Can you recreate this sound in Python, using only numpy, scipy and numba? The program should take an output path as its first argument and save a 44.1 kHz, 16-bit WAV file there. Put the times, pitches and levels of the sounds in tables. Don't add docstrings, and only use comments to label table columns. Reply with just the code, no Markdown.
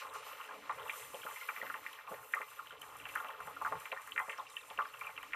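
import sys
import numpy as np
from scipy import signal
from scipy.fft import rfft, irfft
from scipy.io import wavfile
from scipy.ndimage import uniform_filter1d
from numba import njit

SR = 44100
rng = np.random.default_rng(int(sys.argv[2]) if len(sys.argv) > 2 else 0)


def transcribe(u):
    v = np.clip(np.atleast_2d(u).T, -1, 1)
    q = np.round(v * 32767).astype(np.int16)
    wavfile.write(sys.argv[1], SR, q)


N = 235934

# t/s, peak level/dB, middle pitch f/Hz
SPIT_TIMES = [(0.1376, -44, 8550), (0.8779, -54, 14100), (1.3384, -49, 13700), (1.475, -41, 13600),
              (1.7245, -46, 13900), (1.9284, -47, 13500), (2.093, -52, 13900), (2.3236, -44, 10000),
              (2.3476, -39, 13500), (2.7955, -53, 10300), (2.8147, -39, 13400), (2.9672, -46, 12600),
              (2.9866, -46, 13200), (3.0859, -47, 13300), (3.1168, -51, 13550), (3.1522, -36, 14000),
              (3.2656, -53, 13600), (3.2834, -47, 13900), (3.4036, -51, 9440), (3.467, -46, 14100),
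              (3.555, -54, 13000), (3.62, -43, 13300), (3.678, -46, 11900), (3.7998, -45, 8200),
              (4.0168, -47, 7710), (4.0726, -45, 13800), (4.1924, -43, 9180), (4.4996, -47, 9240),
              (4.5625, -46, 12360), (4.9267, -54, 13900), (4.9392, -51, 13400), (4.9926, -43.5, 13100),
              (5.0644, -44, 14000), (5.228, -44, 12800)]


def undb(db):
    return 10 ** (np.asarray(db) / 20)


def curves(table):
    s, *columns = np.transpose(table)
    return [np.interp(np.arange(N) / SR, s, c) for c in columns]


def colour(x, points):
    hz, db = np.transpose(points)
    f = np.arange(len(x) // 2 + 1) * SR / len(x)
    gain_db = np.interp(np.log(f + 1), np.log(hz), db, left=-90)
    y = irfft(rfft(x) * undb(gain_db), len(x))
    return y / y.std()


def walk(rate):
    k = int(SR / rate)
    steps = np.repeat(rng.standard_normal(N // k + 1), k)[:N]
    x = uniform_filter1d(uniform_filter1d(steps, k), k)
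    return x / x.std()


def band(x, lo_hz, hi_hz):
    return signal.sosfilt(signal.butter(2, [lo_hz, hi_hz], "band", fs=SR, output="sos"), x)


@njit
def bubbles(start, size, hz, cycles, glide, n):
    out = np.zeros(n)
    for k in range(len(start)):
        tau = cycles[k] / hz[k] * SR / 5
        phase, i0 = 0., int(start[k] * SR)
        for i in range(min(int(12 * tau), n - i0)):
            u = i / tau
            phase += 2 * np.pi * hz[k] / SR * (1 + glide[k] * u)
            swell = u * u / 4 * np.exp(2 - u)
            out[i0 + i] += size[k] * swell * np.sin(phase)
    return out


def rumble():
    # t/s, lower bass level/dB, upper bass level/dB (both before wavering)
    rumble_path = [(0.0, -80, -74), (0.37, -76, -78.5), (0.51, -78, -71.5), (0.68, -72, -67.5),
                   (0.83, -65.5, -69), (0.97, -79, -72.5), (1.04, -72, -74), (1.34, -73.5, -72.5),
                   (1.37, -89, -85), (1.7, -72, -65), (2.08, -77.5, -81.5), (2.11, -69, -62.5),
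                   (2.29, -81, -76.5), (2.59, -80, -79), (2.77, -71, -76), (2.92, -73, -72),
                   (3.05, -65, -66.5), (3.32, -75, -73), (3.75, -62, -69.5), (3.83, -78, -77.5),
                   (4.8, -77, -77), (4.86, -76.5, -76.5), (5.12, -76.5, -84.5), (5.16, -73.5, -67),
                   (5.35, -75, -69.5)]
    # f/Hz, level per Hz/dB (relative)
    rumble_colour = [(12, -30), (20, 12), (32, 0), (60, -7), (87, -7), (113, -3), (140, 0.5), (242, -6.5),
                     (289, 1.5), (327, -4.5), (366, -10.5), (400, -49), (520, -40), (880, -120)]
    lower_db, upper_db = curves(rumble_path)
    x = colour(rng.standard_normal(N), rumble_colour)
    deep, lower, upper = band(x, 15, 48), band(band(x, 48, 190), 40, 400), band(x, 180, 400)
    deep = deep / deep.std() * undb(-100 + 2 * walk(3))
    lower = lower / lower.std() * undb(lower_db + 2.5 * walk(12))
    upper = upper / upper.std() * undb(upper_db + 3 * walk(12))
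    return deep + lower + upper


def simmer(count=1500, bunch_db=1.1, fine_db_per_oct=-4, fine_drift_db=0.6):
    # t/s, level/dB (before the pot, shared by all kinds)
    simmer_path = [(0.0, -54.5), (0.42, -55.5), (0.58, -54.5), (0.68, -58), (0.78, -53), (0.92, -53),
                   (1.05, -58), (1.41, -57.5), (1.65, -58), (2.5, -61), (2.58, -65.5), (2.7, -62),
                   (3.2, -55.5), (3.84, -58.5), (4.47, -61.5), (4.68, -64), (4.96, -59.5), (5.35, -63)]
    # middle pitch f/Hz, spread/octaves, relative level/dB before the tilt,
    # size scatter/dB, middle ring/cycles, pitch rise per decay time/share
    bubble_kinds = [(520, .3, -9.5, 3.0, 2.5, .02), (1150, .25, -1, 2.8, 2.5, .02),
                    (1950, .25, -5, 3.6, 3.5, .03), (2800, .17, -4, 4.4, 6.0, .03),
                    (4900, .25, -13, 8.0, 11.0, .012)]
    db, = curves(simmer_path)
    tilt_db = fine_db_per_oct + fine_drift_db * walk(7)
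    out, together = 0, walk(21.14)
    for middle_hz, spread_oct, kind_db, scatter_db, cycles, glide in bubble_kinds:
        when, length = rng.random((count, 2)).T
        pitch = rng.standard_normal(count)
        loud = np.minimum(rng.exponential(size=count), 4)
        bunch = (together + walk(30))[(when * (N - 1)).astype(int)]
        size = undb(scatter_db * loud + bunch_db * bunch)
        hz = middle_hz * 2 ** (spread_oct * pitch)
        x = bubbles(when * N / SR, size, hz, cycles * (.5 + length), glide + 0 * when, N)
        octaves = np.log2(middle_hz / bubble_kinds[1][0])
        out = out + x / x.std() * undb(kind_db + tilt_db * octaves)
    return out * undb(db)


def fizz(scatter_db=5.2, smear_s=0.001, steady=6.0, flicker_db=1.2, own_db=1.4, surge_db=1.5, surge_s=0.04):
    # t/s, level below 6 kHz/dB (gauged from 3.5 kHz up), level 6 to 10 kHz/dB,
    # level above 10 kHz/dB (all before flicker and surges)
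    fizz_path = [(0.0, -60.5, -64.5, -64), (0.12, -87, -71, -73), (0.15, -63, -63.5, -67),
                 (0.22, -70, -69, -74), (0.27, -63.5, -68, -62.5), (0.52, -68.5, -70, -69),
                 (0.7, -68, -74, -71.5), (0.85, -69.5, -70.5, -66), (0.9, -71, -63.5, -61),
                 (1.0, -65, -58.5, -59), (1.1, -68, -61.5, -63), (1.25, -65.5, -63.5, -58),
                 (1.45, -67, -66, -60), (1.7, -67.5, -71, -63.5), (1.95, -70.5, -74.5, -70),
                 (2.06, -75, -79, -73), (2.1, -72, -67.5, -61), (2.3, -75.5, -70.5, -65),
                 (2.36, -68, -66, -63), (2.45, -71.5, -71.5, -66), (2.5, -68.5, -69, -62.5),
                 (2.6, -71, -71, -67), (2.77, -76, -80, -74), (2.82, -72.5, -70, -67),
                 (2.92, -72, -71.5, -69), (3.08, -70, -69, -65), (3.17, -71.5, -66.5, -62.5),
                 (3.37, -72.5, -77, -70.5), (3.46, -73.5, -67.5, -66), (3.6, -69.5, -78, -70),
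                 (3.65, -68, -70, -66), (3.76, -72.5, -70, -70), (3.8, -73, -67, -65),
                 (3.96, -68, -69.5, -67), (4.2, -75, -67, -68), (4.32, -70.5, -64.5, -66.5),
                 (4.48, -71, -75, -72), (4.52, -74.5, -66, -71), (4.9, -70, -75, -70),
                 (5.0, -71.5, -69.5, -64), (5.35, -70.5, -73.5, -71)]
    # f/Hz, level per Hz/dB (relative)
    fizz_colour = [(1650, -3.5), (2800, -0.5), (3490, -10.5), (4110, -7.5), (4550, -13), (11500, -5),
                   (13700, 2), (14400, -10.5)]
    low_db, *treble_db = curves(fizz_path)
    spit_s = np.transpose(SPIT_TIMES)[0]
    lengths = np.diff([0, *(spit_s * SR).astype(int), N])
    since = np.arange(N) / SR - np.repeat([-9, *spit_s], lengths)
    stir_db = surge_db * np.exp(-since / surge_s) + flicker_db * walk(24.9)
    hiss = np.array([colour(rng.standard_normal(N), fizz_colour) for _ in range(2)])
    below = [signal.sosfiltfilt(signal.butter(4, hz, fs=SR, output="sos"), hiss)
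             for hz in (6000, 8000, 10000, 12000)] + [hiss]
    out = below[0] / band(below[0], 3500, 6000).std() * undb(low_db + stir_db / 2 + own_db * walk(13))
    for db, three in zip(treble_db, [below[:3], below[2:]]):
        loud = np.minimum(rng.exponential(size=N), 4)
        ticks = (rng.random(N) < 400 / SR) * undb(scatter_db * loud)
        gate = signal.lfilter([1], [1, -np.exp(-1 / (smear_s * SR))], ticks) + steady
        x = gate * sum((hi - lo) * undb(own_db * walk(31)) for lo, hi in zip(three, three[1:]))
        out = out + x / x.std() * undb(db + stir_db)
    return out


def crackle(count=420, peak_db=-49, scatter_db=1.5, middle_hz=2000, spread_oct=0.55, cycles=2.76):
    when, length, loud = rng.random((count, 3)).T
    hz = middle_hz * 2 ** (spread_oct * rng.standard_normal(count))
    size = undb(peak_db - scatter_db * np.log(np.maximum(loud, .05)))
    return bubbles(when * N / SR, size, np.minimum(hz, 7000.), cycles * (0.29 + length), 0.0082 + 0 * when, N)


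def pops(count=12, swarm_s=.022, fall_db=128.0, spread_oct=0.386, sink_oct=-0.045, ring_s=0.0013, lead_s=0.002):
    # t/s, peak level/dB (before the pot), bubble pitch f/Hz, ring/cycles
    burst_list = [(0.05, -37, 1090, 2.7), (0.143, -37, 1290, 3), (0.155, -29, 1070, 1.76),
                  (0.331, -40, 2680, 4.7), (0.283, -37, 1150, 2.9), (0.398, -37, 1175, 3),
                  (0.411, -36, 1270, 2.8), (0.412, -39, 2750, 7), (0.488, -40.5, 1560, 13),
                  (0.695, -23, 1070, 1.7), (0.695, -29, 1810, 3.2), (0.701, -38, 1170, 2.6),
                  (0.711, -34, 1140, 3.4), (0.797, -42, 2950, 6.9), (0.83, -42.5, 3080, 4.7),
                  (0.88, -41, 2730, 9), (0.896, -24, 2190, 3.9), (1.139, -32.5, 457, 1.2),
                  (1.145, -33, 586, 1.27), (1.1451, -37.5, 2990, 5.3), (1.218, -42, 3050, 8),
                  (1.23, -44, 2250, 5.5), (1.233, -36.5, 1520, 3.8), (1.239, -41, 3000, 7.8),
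                  (1.249, -31.5, 500, 0.95), (1.265, -30.5, 1300, 3.8), (1.266, -41, 1980, 4.2),
                  (1.286, -46, 2440, 6.3), (1.311, -36, 1770, 2.7), (1.36, -35.5, 2090, 7.5),
                  (1.411, -36.5, 2090, 11), (1.488, -28, 1756, 4.9), (1.489, -28.5, 2290, 6.4),
                  (1.4883, -24.5, 1390, 1.23), (1.5, -36, 1150, 3), (1.563, -30, 1970, 2.2),
                  (1.573, -34.5, 1680, 1.9), (1.614, -31.5, 1890, 12.4), (1.626, -28.5, 530, 0.91),
                  (1.63, -36, 1390, 2.6), (1.66, -37, 1970, 2.9), (1.667, -28, 1740, 1.4),
                  (1.7, -25.5, 1430, 2.4), (1.742, -26.5, 1660, 2.3), (1.864, -27.5, 2000, 3.1),
                  (1.931, -40.5, 3000, 4.4), (1.989, -36.5, 1660, 2.6), (2.074, -43, 2470, 5.3),
                  (2.075, -37.5, 980, 2.5), (2.086, -38.5, 975, 2.2), (2.11, -36, 460, 0.63),
                  (2.116, -26, 540, 0.83), (2.119, -38.5, 1300, 2), (2.142, -35.5, 1950, 2.1),
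                  (2.337, -16.5, 1800, 3.4), (2.339, -42, 1500, 3.6), (2.351, -38.5, 650, 1.5),
                  (2.4, -35, 617, 1.1), (2.404, -32.5, 1160, 2), (2.416, -29, 1980, 3.2),
                  (2.591, -34, 1293, 4.3), (2.671, -41, 2970, 5.4), (2.706, -41.5, 1380, 5.1),
                  (2.708, -43.5, 3030, 9), (2.723, -46.5, 2940, 9.8), (2.723, -46, 1300, 2),
                  (2.725, -42, 490, 1.8), (2.817, -39, 2980, 12.5), (2.829, -35, 1240, 0.7),
                  (2.999, -41.5, 2700, 8.7), (3.054, -33, 2680, 4.7), (3.055, -31.5, 1500, 2),
                  (3.09, -32.5, 2310, 1.8), (3.154, -28.5, 1520, 1.5), (3.158, -19.5, 1530, 2.37),
                  (3.173, -31, 1320, 5.3), (3.201, -30, 1220, 2.7), (3.246, -27, 1400, 0.77),
                  (3.286, -36.5, 2870, 3.4), (3.29, -33.5, 960, 2.1), (3.304, -30.5, 1410, 1.4),
                  (3.403, -30, 1300, 2.5), (3.473, -27, 996, 0.87), (3.564, -37.5, 1320, 7.6),
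                  (3.614, -27.5, 1070, 2.6), (3.649, -22.5, 1250, 2.3), (3.662, -24, 1240, 2.1),
                  (3.674, -34, 1130, 3), (3.716, -27.5, 536, 1.63), (3.723, -21, 1080, 1.45),
                  (3.754, -30.5, 1100, 1.2), (3.814, -43.5, 1270, 3.3), (3.856, -26, 1860, 1.34),
                  (3.918, -26, 2440, 3.3), (3.921, -33, 590, 2.24), (3.926, -34.5, 1850, 3.5),
                  (3.926, -33.5, 980, 3.3), (3.964, -30.5, 1360, 1.9), (3.973, -34.5, 1790, 7.4),
                  (4.075, -35.5, 1570, 2.2), (4.12, -32.5, 2960, 6.4), (4.162, -25, 1860, 1.7),
                  (4.178, -17.5, 1890, 2.7), (4.189, -32, 1910, 14), (4.199, -21.5, 1300, 1.6),
                  (4.214, -30, 1050, 1.9), (4.281, -30, 750, 0.85), (4.295, -28.5, 2080, 4.2),
                  (4.297, -36, 1330, 4.3), (4.298, -29.5, 2460, 3.9), (4.33, -32, 1850, 1.6),
                  (4.379, -32, 5420, 8.5), (4.383, -29, 1020, 1), (4.397, -34.5, 1015, 4.3),
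                  (4.407, -53, 1120, 4.2), (4.467, -44, 2680, 8.3), (4.49, -38, 5300, 7.1),
                  (4.567, -29, 2840, 8), (4.702, -34.5, 2970, 2.3), (4.706, -33.5, 750, 0.8),
                  (4.776, -32.5, 2680, 4.6), (4.781, -31.5, 565, 1.16), (4.789, -19, 1320, 2),
                  (4.799, -27, 1190, 2.2), (4.805, -32, 1166, 6.3), (4.818, -33, 1170, 3.9),
                  (4.819, -41, 2820, 6.1), (4.848, -43.5, 2600, 3.2), (4.854, -32.5, 1430, 2.9),
                  (4.871, -40.5, 5030, 14), (4.938, -41, 2730, 9.3), (4.941, -37, 1240, 1.7),
                  (4.971, -47, 2650, 7), (5.011, -32.5, 2210, 6), (5.014, -34.5, 1150, 2.5),
                  (5.046, -42, 2690, 5.7), (5.047, -36.5, 1220, 3.6), (5.068, -33.5, 2390, 12),
                  (5.068, -37.5, 1130, 2.6), (5.092, -32, 1220, 1.4), (5.165, -42, 2920, 7.7),
                  (5.177, -31.5, 2610, 6.6), (5.177, -35, 1260, 2), (5.229, -42, 2890, 9.7),
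                  (5.23, -37.5, 1800, 4.5), (5.23, -40.5, 1060, 2.7), (5.323, -36, 2030, 2.1),
                  (5.334, -21.5, 2050, 2.4), (5.343, -29.5, 1220, 1.6)]
    s, db, hz, cycles = (c[:, None] for c in np.transpose(burst_list))
    shape = (len(s), count)
    wait = 0.004 + swarm_s * rng.exponential(size=shape)
    size, pitch = rng.standard_normal(shape), rng.standard_normal(shape)
    swarm_db = -47 + 0.77 * (db + 30) - fall_db * wait
    swarm_hz = hz * 2 ** (sink_oct + spread_oct * pitch)
    longer = cycles + ring_s * hz
    swarm = [s + wait, size * undb(swarm_db), swarm_hz, longer + 0 * wait]
    early, bend = wait[:, :3] / swarm_s, pitch[:, -3:]
    lead_db = db - 15 - 4.4 * early
    lead = [np.maximum(s - lead_s * early, 0), undb(lead_db), hz * 2 ** (0.29 * bend), longer + 0 * early]
    burst = [s, undb(db), hz, cycles]
    rows = [np.concatenate([x.ravel() for x in parts]) for parts in zip(burst, swarm, lead)]
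    return bubbles(*rows, np.full(len(rows[0]), .01), N)


def thump(bursts):
    return undb(-6.5) * band(band(bursts, 132, 372), 97, 340)


def pot(x, dull_hz=5000, muffle_hz=3500, direct_db=-1.5, echo_db=-8, ring_db=-39.5, low_hz=439.2):
    mode_hz = [425, 476, 545, 603, 750, 835, 884, 1040, 1100, 1160, 1270, 1390, 1520, 1620, 1700, 1820,
               1890, 2045, 2170, 2340, 2490, 2660, 2730, 3015, 3080, 3250]
    mode_db = [-1, -8, -4.5, -12.5, -10.5, -5, -3, 2.5, -7, 0.5, -1, 1, -21.5, -21, -48, 0.5, -16, -8.5,
               -11, 4.5, -53, 6, -52, -5.5, -9, -7.5]
    mode_t60 = [.044, .12, .06, .12, .12, .074, .12, .033, .14, .074, .05, .045, .12, .1, .018, .04, .1,
                .16, .1, .03, .1, .036, .036, .04, .07, .03]
    # round trip t/s, share sent back (held to 0.8 at most below)
    wall_echoes = [(.0005, 0.053), (.0009, 0.65), (.0016, 0.82)]
    t = np.arange(SR // 4) / SR
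    click = (t == 0).astype(float)
    ring = 0
    for k, (hz, db, t60) in enumerate(zip(mode_hz, mode_db, mode_t60)):
        fade = np.exp(-np.log(1000) * t / t60)
        ring = ring + (-1) ** k * undb(db) * fade * np.sin(2 * np.pi * hz * t)
    echo = signal.lfilter(*signal.butter(1, dull_hz, fs=SR), click)
    for trip_s, share in wall_echoes:
        gap, share = np.zeros(int(trip_s * SR) - 1), min(share, .8)
        echo = signal.lfilter([-share, *gap, 1], [1, *gap, -share], echo)
    response = undb(direct_db) * click + undb(echo_db) * echo + undb(ring_db) * ring
    near = signal.fftconvolve(x, response)[:N]
    near = signal.lfilter(*signal.butter(3, muffle_hz, fs=SR), near)
    return signal.sosfilt(signal.ellip(4, .5, 19, low_hz, "high", fs=SR, output="sos"), near)


def spits(fade_s=0.003):
    out = np.zeros((2, N))
    t = np.arange(SR // 50) / SR
    shape = (1 - np.exp(-t / 0.0004)) * np.exp(-t / fade_s)
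    for s, spit_db, hz in SPIT_TIMES:
        noise = rng.standard_normal((2, len(t))) * shape
        puff = band(noise, max(0.6 * hz, 6000), min(1.6 * hz, 18000))
        k = int(s * SR)
        out[:, k:k + len(t)] += undb(spit_db) * puff / np.abs(puff).max()
    return out


def scene(wide_hz=5900, wide_db=-4.5):
    hiss, wide = fizz() + spits()
    low = rumble()
    bursts = pops()
    mid = pot(bursts + crackle() + simmer()) + thump(bursts) + hiss + low
    side = undb(wide_db) * signal.sosfilt(signal.butter(6, wide_hz, "high", fs=SR, output="sos"), wide)
    side = side + undb(-26) * np.roll(low, SR) + undb(-46) * np.roll(mid, SR // 50)
    return np.array([mid + side, mid - side])


def record(dry):
    return signal.sosfilt(signal.ellip(10, .2, 64, 14250, fs=SR, output="sos"), dry)


dry = scene()
out = record(dry)
transcribe(out)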